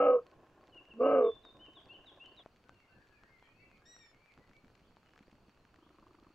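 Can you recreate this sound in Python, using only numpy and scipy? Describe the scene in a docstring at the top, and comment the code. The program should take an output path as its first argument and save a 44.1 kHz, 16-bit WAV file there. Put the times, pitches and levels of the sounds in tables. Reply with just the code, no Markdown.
"""A roe deer barks twice across a damp meadow while a warbler sings. Its vocal folds vibrate at a slow and
a fast rate at once; the two mix into extra tones over hoarse throat noise, shaped by one swell of effort.
Then the scene changes to a quieter field edge with far birds, one mewing call and soft knocks.
Drips, a small motor close by and a low hush of air are heard in both places."""
import sys
import numpy as np
from scipy import signal
from scipy.fft import rfft, irfft, next_fast_len
from scipy.io import wavfile

SR = 44100
rng = np.random.default_rng(int(sys.argv[2]) if len(sys.argv) > 2 else 0)


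def dump(signal):
    """Clip the signal to [-1, 1] and save it as 16-bit WAV at the path in sys.argv[1]."""
    limited = np.clip(np.atleast_2d(signal).T, -1, 1)
    pcm = np.round(limited * 32767).astype(np.int16)
    wavfile.write(sys.argv[1], SR, pcm)


N = 279594
T = np.arange(N) / SR
FIELD_EDGE_S = 2.425  # the meadow gives way to the field edge
GRUNT_S, ATTACK_S = .06, .018  # each bark opens with a closed-mouth grunt, then a quick rise

# The barks, the first already under way: t/s, length/s, level/dB, slow fold f/Hz, fast fold f/Hz,
# hoarseness/dB, its change as effort goes/dB, closing fade/dB
DEER_BARKS = [(-.06, 0.25, -24, 288.8, 498, 0.5, -15, -5), (1.01, 0.28, -25, 280.6, 444.4, 2, -11.5, -3.5)]
def deer(echo_s=.03, ear_lag_s=7e-5):
    """Both barks reach the left ear first and brighter; the slope behind the deer sends back one echo."""
    voice = np.zeros(N)
    for index, (s, *_) in enumerate(DEER_BARKS):
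        add(voice, s - ATTACK_S - GRUNT_S, bark(index))
    voice *= np.sin(np.pi / 2 * np.minimum(T / .004, 1)) ** 2  # fade in without a click
    voice = signal.sosfilt(signal.butter(4, 140, "high", fs=SR, output="sos"), voice)
    voice = voice + amp(-18) * np.interp(T - echo_s, T, voice, left=0)
    low = signal.sosfiltfilt(signal.butter(2, 1100, fs=SR, output="sos"), voice)
    left, right = pan(low, -1.5) + pan(voice - low, 3.9)
    direct = np.array([left, np.interp(T - ear_lag_s, T, right)])
    return direct + woods(voice, fade_s=0.98, level_db=-41.5)


def bark(index, jitter=0.011, waver=0.007, throb_db=0.8):
    """Two unsteady fold vibrations make tones, and the breath noise pulses with the slow one."""
    shape = bark_shape(index)
    size = shape["size"]
    slow, fast = (phase_of(hz * (1 + jitter * band(0, 110, size) + waver * band(0, 22, size)))
                  for hz in (shape["slow_hz"], shape["fast_hz"]))
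    tones, tone_power = fold_tones(shape, index, slow, fast)
    breath, breath_power = hoarse_breath(shape, index)
    noise = breath + rasp(shape, slow, fast)
    puffs = unit((1 + 0.12 * np.cos(slow)) * amp(throb_db * band(0, 210, size)))
    voice = (tones + noise * puffs) / np.sqrt(tone_power + breath_power)
    ring = amp(-22.5) * ringing_air(shape["ring_hz"], 45, size)  # keeps ringing as the voice dulls
    return (voice + ring) * amp(shape["level_db"]) * signal.windows.tukey(size, .015)


# One swell of effort per bark: peak t/s into the bark, rise/s, fall/s, slow fold's fade as effort goes/dB
EFFORT_SWELLS = [(.058, .11, 0.1525, -32), (.088, .088, .13, -3.5)]
def bark_shape(index, fade_s=.04, release_s=.016, tail_s=.018, closed_hz=236.4, open_hz=456.2):
    """How a bark moves: as effort ebbs the pitch sinks and the voice dulls; a closed mouth muffles it."""
    _, length, db, slow_hz, fast_hz, hoarse_db, clear_db, fade_db = DEER_BARKS[index]
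    peak_s, rise_s, fall_s, slow_fade_db = EFFORT_SWELLS[index]
    steps_s = [-ATTACK_S - GRUNT_S, GRUNT_S, ATTACK_S, length - fade_s, fade_s, release_s, tail_s]
    stages = np.cumsum(steps_s)
    t = np.arange(stages[0], stages[-1], 1 / SR)
    effort = swell(t - peak_s, rise_s, fall_s, flatness=2.5)
    slack = 1 - effort
    closed = np.clip(-t / ATTACK_S - .5, 0, 1)  # 1 while the mouth is shut
    return dict(
        size=len(t),
        level_db=db + np.interp(t, stages, [-39.5, -20, 0, 0, fade_db, fade_db - 13.5, -39.5]),
        slow_hz=slow_hz * (1 - .2 * slack),
        fast_hz=fast_hz * (1 - .04114 * slack ** 2),
        ring_hz=1126 * (1 - .049 * slack ** 2),
        mouth_hz=closed * closed_hz + (1 - closed) * (open_hz + 80 * effort),
        slow_fade_db=slow_fade_db * slack ** 2,
        lowest_fade_db=-18 * slack ** 2 * (t > peak_s),
        hoarse_db=hoarse_db + clear_db * slack + 10.5 * closed,
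        db_per_octave=-1.5 - 4 * slack - 10 * closed)


def mouth(shape, hz, boost_db=4.5, width_hz=45):
    """The mouth boosts sound near its resonance (the pitch it rings at) and weakens sound far from it."""
    lift_db = boost_db / (1 + ((hz - shape["mouth_hz"]) / width_hz) ** 2)
    return amp(lift_db + shape["db_per_octave"] * np.abs(np.log2(hz / shape["mouth_hz"])))


# Tones of the folds: slow multiple, fast multiple, relative level/dB in bark 1, the same in bark 2
FOLD_TONES = [(1, 0, -9, -4), (0, 1, -1.5, -1), (2, 0, -9.5, 0), (1, 1, -9, -7.5), (0, 2, -24.5, -28.5),
              (1, 2, -2, -17.5), (3, 1, -26.5, -6), (2, 1, -25, -22.5), (4, 1, -38, -25)]
def fold_tones(shape, index, slow, fast, shimmer_db=1.35):
    """The folds mix into tones at m times the slow rate plus n times the fast. Gives sound and power."""
    tones, power = 0, 0
    for m, n, *db in FOLD_TONES:
        # odd multiples of the slow fold die first, and the lowest tone fades further
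        fade_db = shape["slow_fade_db"] * (m % 2) + shape["lowest_fade_db"] * (m == 1 and n == 0)
        gain = amp(db[index] + fade_db) * mouth(shape, m * shape["slow_hz"] + n * shape["fast_hz"])
        shimmer = amp(shimmer_db * band(0, 100, shape["size"]))
        tones += gain * shimmer * np.sqrt(2) * np.sin(m * slow + n * fast)
        power += gain ** 2
    return tones, power


UPPER_HOARSE_SHARE = .55  # higher resonances follow only this share of the hoarseness
# Throat resonances: f/Hz, width/Hz, relative level/dB in bark 1, the same in bark 2
THROAT_RESONANCES = [(184.8, 190, -19, -19), (348.2, 85, -16, -12.5), (556.4, 100, -4, -6),
                     (641, 120, -7.5, -12.5), (815, 58, -20.5, -14.5), (1119, 190, -21, -10),
                     (1251, 68, -8, -8.5)]
def hoarse_breath(shape, index, low_below_hz=950, base_pitch_hz=279):
    """Rushing air rings in the throat, whose low resonances follow the pitch. 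Gives sound and power."""
    noise, power = 0, 0
    for hz, width_hz, *db in THROAT_RESONANCES:
        low = hz < low_below_hz
        centre_hz = hz * (shape["slow_hz"] / base_pitch_hz) ** 0.593 if low else hz
        hoarse_db = shape["hoarse_db"] * (1 if low else UPPER_HOARSE_SHARE)
        gain = amp(db[index] + hoarse_db) * mouth(shape, centre_hz)
        noise += gain * ringing_air(centre_hz, width_hz, shape["size"])
        power += gain ** 2
    return noise, power


# High throat resonances that make the barks rasp: f/Hz, width/Hz, relative level/dB
RASP_RESONANCES = [(1535, 82, -28), (1672, 42, -31), (2078, 90, -31.5), (2285, 120, -27.5), (2460, 79, -33),
                   (2746, 150, -29), (2880, 250, -33), (6040, 1400, -54)]
def rasp(shape, slow, fast, buzz_db=3):
    """Breath noise plus a buzz of high fold tones, each sounding as it slides through a resonance."""
    out = 0
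    slow_hz, fast_hz = shape["slow_hz"], shape["fast_hz"]
    change_db = shape["hoarse_db"] * UPPER_HOARSE_SHARE + shape["slow_fade_db"] / 2
    for hz, width_hz, db in RASP_RESONANCES:
        buzz = sum(bell(m * slow_hz + n * fast_hz, hz, width_hz) * np.sin(m * slow + n * fast)
                   for m in range(10) for n in (1, 2))
        breath = ringing_air(hz, width_hz, shape["size"])
        out += amp(db + change_db) * mouth(shape, hz) * (breath + amp(buzz_db) * buzz)
    return out


def ringing_air(hz, width_hz, size):
    """Swirling air rings in one resonance, which may move in pitch."""
    phase = phase_of(hz + np.zeros(size))
    return band(0, width_hz, size) * np.sin(phase) + band(0, width_hz, size) * np.cos(phase)


# The warbler's opening notes: t/s, length/s, middle f/Hz, glide/octaves, bend/octaves, level/dB
OPENING_NOTES = [(.72, 0.059, 2850, -0.055, -0.084, -62), (.762, 0.04, 2797, -0.15, 0.013, -54.5),
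                 (.903, 0.031, 2743, -0.2, -0.055, -56.5), (1.036, 0.045, 2824, 0.08, 0.025, -51.5),
                 (1.228, .15, 3517, -.015, -0.046, -58.5), (1.432, 0.089, 3667, -0.1, -0.03, -61),
                 (1.59, 0.1, 3050, -0.14, 0.18, -58)]
# Its refrain, a high falling note and a lower two-note answer: same columns, t/s into each round
REFRAIN_NOTES = [(0, 0.058, 3453, -0.364, 0.013, -58.5), (.14, 0.046, 2790, 0.133, 0.054, -53.5),
                 (.184, 0.0465, 2990, -.1, -.02, -57.5)]
def warbler(refrain_s=1.749, round_s=0.308, climb=0.0197):
    """A whistled opening, then three rounds whose first note is a little higher each time."""
    notes = list(OPENING_NOTES)
    for k in range(3):
        for note, (s, length, hz, *rest) in enumerate(REFRAIN_NOTES):
            lift = 1 + climb * k if note == 0 else 1
            notes.append((refrain_s + k * round_s + s, length, hz * lift, *rest))
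    return whistles(notes, waver=0.0062)


CHIP_GAP_S = 0.04  # from one chip to the next
# Starts of a small bird's groups of three chips: t/s
TRIPLE_STARTS = [0.22, 0.608, 1.014, 1.411, 1.838, 2.274]
def meadow_birds():
    """The warbler and faint chips in threes, echoing among the trees."""
    song = warbler()
    triples = chips([s + k * CHIP_GAP_S for s in TRIPLE_STARTS for k in range(3)], db=-80)
    return pan(song, 1.8) + triples + woods(song + triples / 2, fade_s=0.61, level_db=-3.5)


def chips(times, db, chip_hz=4420, length_s=.026):
    """A small bird's short, high, falling notes, each a little different in pitch and level."""
    notes = [(s, length_s, chip_hz * (1 + 0.0098 * detune), -.16, 0, db + 2 * louder)
             for s, (detune, louder) in zip(times, rng.standard_normal((len(times), 2)))]
    return whistles(notes, waver=0.038)


def whistles(notes, waver):
    """Bird notes: nearly pure tones that swell and fade while gliding along a bent line of pitch."""
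    out, wander = np.zeros(N), 1 + waver * band(0, 170)
    for s, length, middle_hz, glide, bend, db in notes:
        progress = np.linspace(0, 1, int(length * SR))
        hz = middle_hz * 2 ** (glide * (progress - .5) - bend * (2 * progress - 1) ** 2)
        hz *= wander.take(int(s * SR) + np.arange(len(hz)), mode="wrap")
        loudness = amp(db) * np.abs(np.sin(np.pi * progress)) ** 0.8
        add(out, s, loudness * np.sqrt(2) * np.sin(phase_of(hz)))
    return out


# Tones that make up the mewing call: multiple of the pitch, relative level/dB
MEW_TONES = [(1, -5.5), (2, -7.5), (3, -3.5), (4, -13.5), (5, -32), (6, -35)]
def mewing(start_s=3.852, length_s=0.266, low_hz=1750, lift_hz=169, db=-64):
    """One call scoops up with a scratch, then a swell of effort lifts and drops its pitch and level."""
    t = T - start_s
    effort = swell(t - 0.064, rise_s=.14, fall_s=.14)
    catch = np.exp(-np.abs(t) / .012)  # the voice starts flat and scratchy
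    unsteady = (0.0018 + .04 * catch) * band(0, 300) - .07 * catch
    phase = phase_of((low_hz + lift_hz * effort) * (1 + unsteady))
    gate = np.clip(np.minimum(t, length_s - t) / 0.0067, 0, 1)
    tone = sum(amp(tone_db) * np.sqrt(2) * np.sin(k * phase) for k, tone_db in MEW_TONES)
    return tone * gate * amp(db - 13 * (1 - effort) ** 2)


# The clearest far whistles: t/s, length/s, middle f/Hz, glide/octaves, level/dB
FAR_NOTES = [(2.72, 0.094, 2750, -0.1, -81), (2.836, 0.14, 2720, -0.19, -82),
             (3.276, .12, 2112, -0.1, -72.5), (3.412, 0.074, 3180, -0.2, -81.5),
             (3.544, 0.14, 2665, 0.082, -76.5), (3.58, 0.081, 2280, 0.13, -74),
             (4.002, 0.049, 2313, -0.14, -72.5), (4.267, 0.06, 2270, -0.48, -74),
             (4.385, 0.094, 1974, 0.02, -79), (4.523, 0.066, 2280, 0.071, -74.5),
             (4.806, 0.076, 3190, 0.47, -86.5), (5.04, 0.06, 2920, -0.13, -83),
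             (5.802, 0.072, 3250, 0.44, -84)]
def field_birds(chip_count=102, bend=0.031):
    """Far song blurred by the trees, one mewing call and a steady twitter of chips."""
    song = whistles([(*note, bend, db) for *note, db in FAR_NOTES], waver=0.01) + chorus()
    beats = np.arange(chip_count) + 0.23 * rng.standard_normal(chip_count)
    twitter = chips(FIELD_EDGE_S + beats * CHIP_GAP_S, db=-84)
    mew = mewing()
    return (pan(song, 14) + woods(song, fade_s=0.32, level_db=6)
            + twitter + woods(twitter, fade_s=0.16, level_db=-0.5)
            + pan(mew, 1) + woods(mew, fade_s=0.057, level_db=-1.5))


def chorus(count=24, db=-80, start_s=2.6, span_s=1.7, low_hz=1500, octaves=0.81):
    """Many far birds whistle random glides that run together."""
    notes = [(start_s + span_s * when, .09, low_hz * 2 ** (octaves * height), .612 * (slope - .5), 0, db)
             for when, height, slope in rng.random((count, 3))]
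    return whistles(notes, waver=0.015)


# The loudest drips close by: t/s, level/dB, ring f/Hz
NEAR_DRIPS = [(0.267, -50.5, 2900), (1.451, -44, 1180), (2.461, -39, 663), (2.694, -42, 1260),
              (3.236, -46.5, 1400), (3.426, -48, 970), (3.715, -50.5, 1510), (3.965, -47, 1470),
              (4.377, -48.5, 1320), (4.534, -53, 2100), (4.755, -54.5, 2200), (4.969, -48, 939),
              (2.26, -49, 3300), (5.136, -50, 1670), (5.178, -47.5, 1690), (5.191, -49, 2290),
              (5.281, -59, 1880), (5.354, -56, 2000), (5.743, -51, 1460)]
def drips(faint_count=260, faint_db=-60, faint_hz=1800, meadow_share=0.4):
    """Drops hit cloth and grass with a tap, a short ring, a splash and a click; most are faint."""
    out, t = np.zeros((2, N)), T[:SR // 16]
    drops = [(s, db - 0.5, hz) for s, db, hz in NEAR_DRIPS]
    times = np.interp(rng.random(faint_count), [0, meadow_share, 1], [0, FIELD_EDGE_S, T[-1]])
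    drops += [(s, faint_db + 4 * np.clip(louder, -2, 1.2), faint_hz * 2 ** np.clip(higher / 2, -2, 1))
              for s, (louder, higher) in zip(times, rng.standard_normal((faint_count, 2)))]
    for s, db, hz in drops:
        splash = amp(-13) * lowpass(rng.standard_normal(len(t)), 2 * hz) * np.exp(-t / .002)
        click = amp(-16) * min(hz / faint_hz, 1) * tap(5200, cycles=.5)
        drop = tap(hz, cycles=0.28) + amp(-9) * tap(hz, cycles=2) + splash + click
        for channel, x in zip(out, pan(amp(db) * drop, 3 * rng.standard_normal())):
            add(channel, s, x)
    return lowpass(out, 7500, order=4)


# Knocks of hands on gear: t/s, level/dB, lower ring f/Hz
HAND_KNOCKS = [(4.513, -53, 1400), (4.641, -53, 200), (5.162, -51, 1260), (5.208, -49.5, 213),
               (5.281, -51.5, 380), (5.327, -52, 224), (5.484, -53.5, 216), (5.652, -52, 1190)]
def knocks(upper_ratio=1.29, cycles=2.3):
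    """Hands bump the gear, and each bump sets off two short rings."""
    out = np.zeros(N)
    for s, db, hz in HAND_KNOCKS:
        add(out, s, amp(db) * (tap(hz, cycles) + tap(hz * upper_ratio, cycles)) / 2)
    return out


def tap(hz, cycles):
    """A struck thing rings briefly, falling to about a third after the given number of cycles."""
    t = T[:SR // 16]
    ring = np.sin(2 * np.pi * hz * t) * np.exp(-hz * t / cycles)
    return ring / np.abs(ring).max()


def small_motor():
    """A motor chatters softly in the meadow; near the end its even ticks ring its housing."""
    chatter = tick_pulses(.26, 2.42, rate_hz=16.3, uneven=.23, decay_s=.0065) + .47 * (T < FIELD_EDGE_S)
    whirr = (amp(-68.5) * band(330, 74) + amp(-66.5) * band(580, 400)
             + amp(-70.5) * band(1060, 88) + amp(-77.5) * band(1600, 350))
    ticks = tick_pulses(5.784, 6.34, rate_hz=25, uneven=.02, decay_s=.0035)
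    low_ring = amp(-61) * np.sin(2 * np.pi * 320 * T) + amp(-71) * np.sin(2 * np.pi * 215 * T)
    housing = np.sqrt(2) * low_ring + amp(-64.5) * band(1145, 300) + amp(-72) * band(580, 500)
    return chatter * whirr + ticks * housing


def tick_pulses(start_s, end_s, rate_hz, uneven, decay_s):
    """The loudness of repeated ticks, each a little off in time and strength."""
    out, t = np.zeros(N), T[:SR // 16]
    pulse = t / decay_s * np.exp(1 - t / decay_s)
    for k, (late, stronger) in enumerate(rng.standard_normal((64, 2))):
        s = start_s + (k + uneven * late) / rate_hz
        if s < end_s:
            add(out, s, (1 + uneven * stronger) * pulse)
    return out


# Tone colour of the background air: f/Hz, relative level/dB
AIR_COLOUR = [(25, -2), (100, -2), (400, -7.5), (800, -13), (1400, -15), (2000, -23), (2600, -19),
              (3600, -28), (6500, -33), (9000, -41), (15600, -42.5)]
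def air(db=-68, flicker_db=3):
    """A hush of air, alike in both ears in the bass and wider in the treble; its low part flickers."""
    f = np.arange(N // 2 + 1) * SR / N + 1
    hz, colour_db = np.transpose(AIR_COLOUR)
    colour = amp(np.interp(np.log(f), np.log(hz), colour_db))
    width = amp(np.interp(np.log(f), np.log([600, 2000]), [-16, -6]))
    mid = irfft(rfft(rng.standard_normal(N)) * colour, N)
    side = irfft(rfft(rng.standard_normal(N)) * colour * width, N)
    hush = amp(db) * pan(np.array([mid + side, mid - side]) / np.std(mid), -0.4)
    return hush + lowpass(hush, 1100) * (amp(flicker_db * band(0, 22)) - 1)


def woods(x, fade_s, level_db):
    """Trees scatter a sound into a blurred echo, different in each ear, that falls 60 dB in fade_s."""
    t = T[:SR]
    tail = rng.standard_normal((2, SR)) * amp(-60 * t / fade_s) * np.minimum(t / .02, 1)
    tail /= np.sqrt(np.sum(tail ** 2, axis=1, keepdims=True))
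    return amp(level_db) * signal.fftconvolve(x[None], tail, axes=1)[:, :N]


def amp(db):
    """Turn decibels into a gain to multiply by."""
    return 10 ** (np.asarray(db) / 20)


def unit(x):
    """Scale a signal to an average power of 1."""
    return x / np.sqrt(np.mean(np.abs(x) ** 2) + 1e-30)


def bell(hz, centre_hz, width_hz):
    """A bell-shaped curve that is 1 at its centre."""
    return np.exp2(-2 * ((hz - centre_hz) / width_hz) ** 2)


def band(hz, width_hz, size=N):
    """Noise around one frequency; at 0 Hz it is a random wander."""
    n = next_fast_len(max(size, SR))
    f = np.arange(n // 2 + 1) * SR / n
    return unit(irfft(rfft(rng.standard_normal(n)) * bell(f, hz, width_hz), n))[:size]


def swell(t, rise_s, fall_s, flatness=2):
    """A rise and fall that reaches 1 at t = 0; more flatness gives a broader top."""
    return np.exp(-np.abs(t / np.where(t < 0, rise_s, fall_s)) ** flatness)


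def phase_of(hz):
    """The running angle of a vibration whose frequency moves."""
    return 2 * np.pi * np.cumsum(hz) / SR


def lowpass(x, hz, order=2):
    """Soften everything above hz."""
    return signal.sosfilt(signal.butter(order, min(hz, SR / 2 - 1), fs=SR, output="sos"), x)


def pan(x, left_db):
    """Make a sound left_db louder in the left ear than in the right."""
    return x * amp(np.array([[left_db], [-left_db]]) / 2)


def add(out, s, x):
    """Mix a short sound in at s seconds; it may be under way at the start."""
    i = int(s * SR)
    x, i = x[max(-i, 0):], max(i, 0)
    out[i:i + len(x)] += x[:max(N - i, 0)]


def scene():
    """The meadow's animals give way to those of the field edge, over one shared background."""
    at_edge = np.clip((T - FIELD_EDGE_S) / .01, 0, 1)
    animals = (1 - at_edge) * (deer() + meadow_birds()) + at_edge * field_birds()
    return animals + air() + drips() + knocks() + small_motor()


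def record(dry, top_hz=15700):
    """Cut off the highest treble."""
    return signal.sosfilt(signal.ellip(8, .2, 70, top_hz, fs=SR, output="sos"), dry)


dry = scene()
out = record(dry)
dump(out)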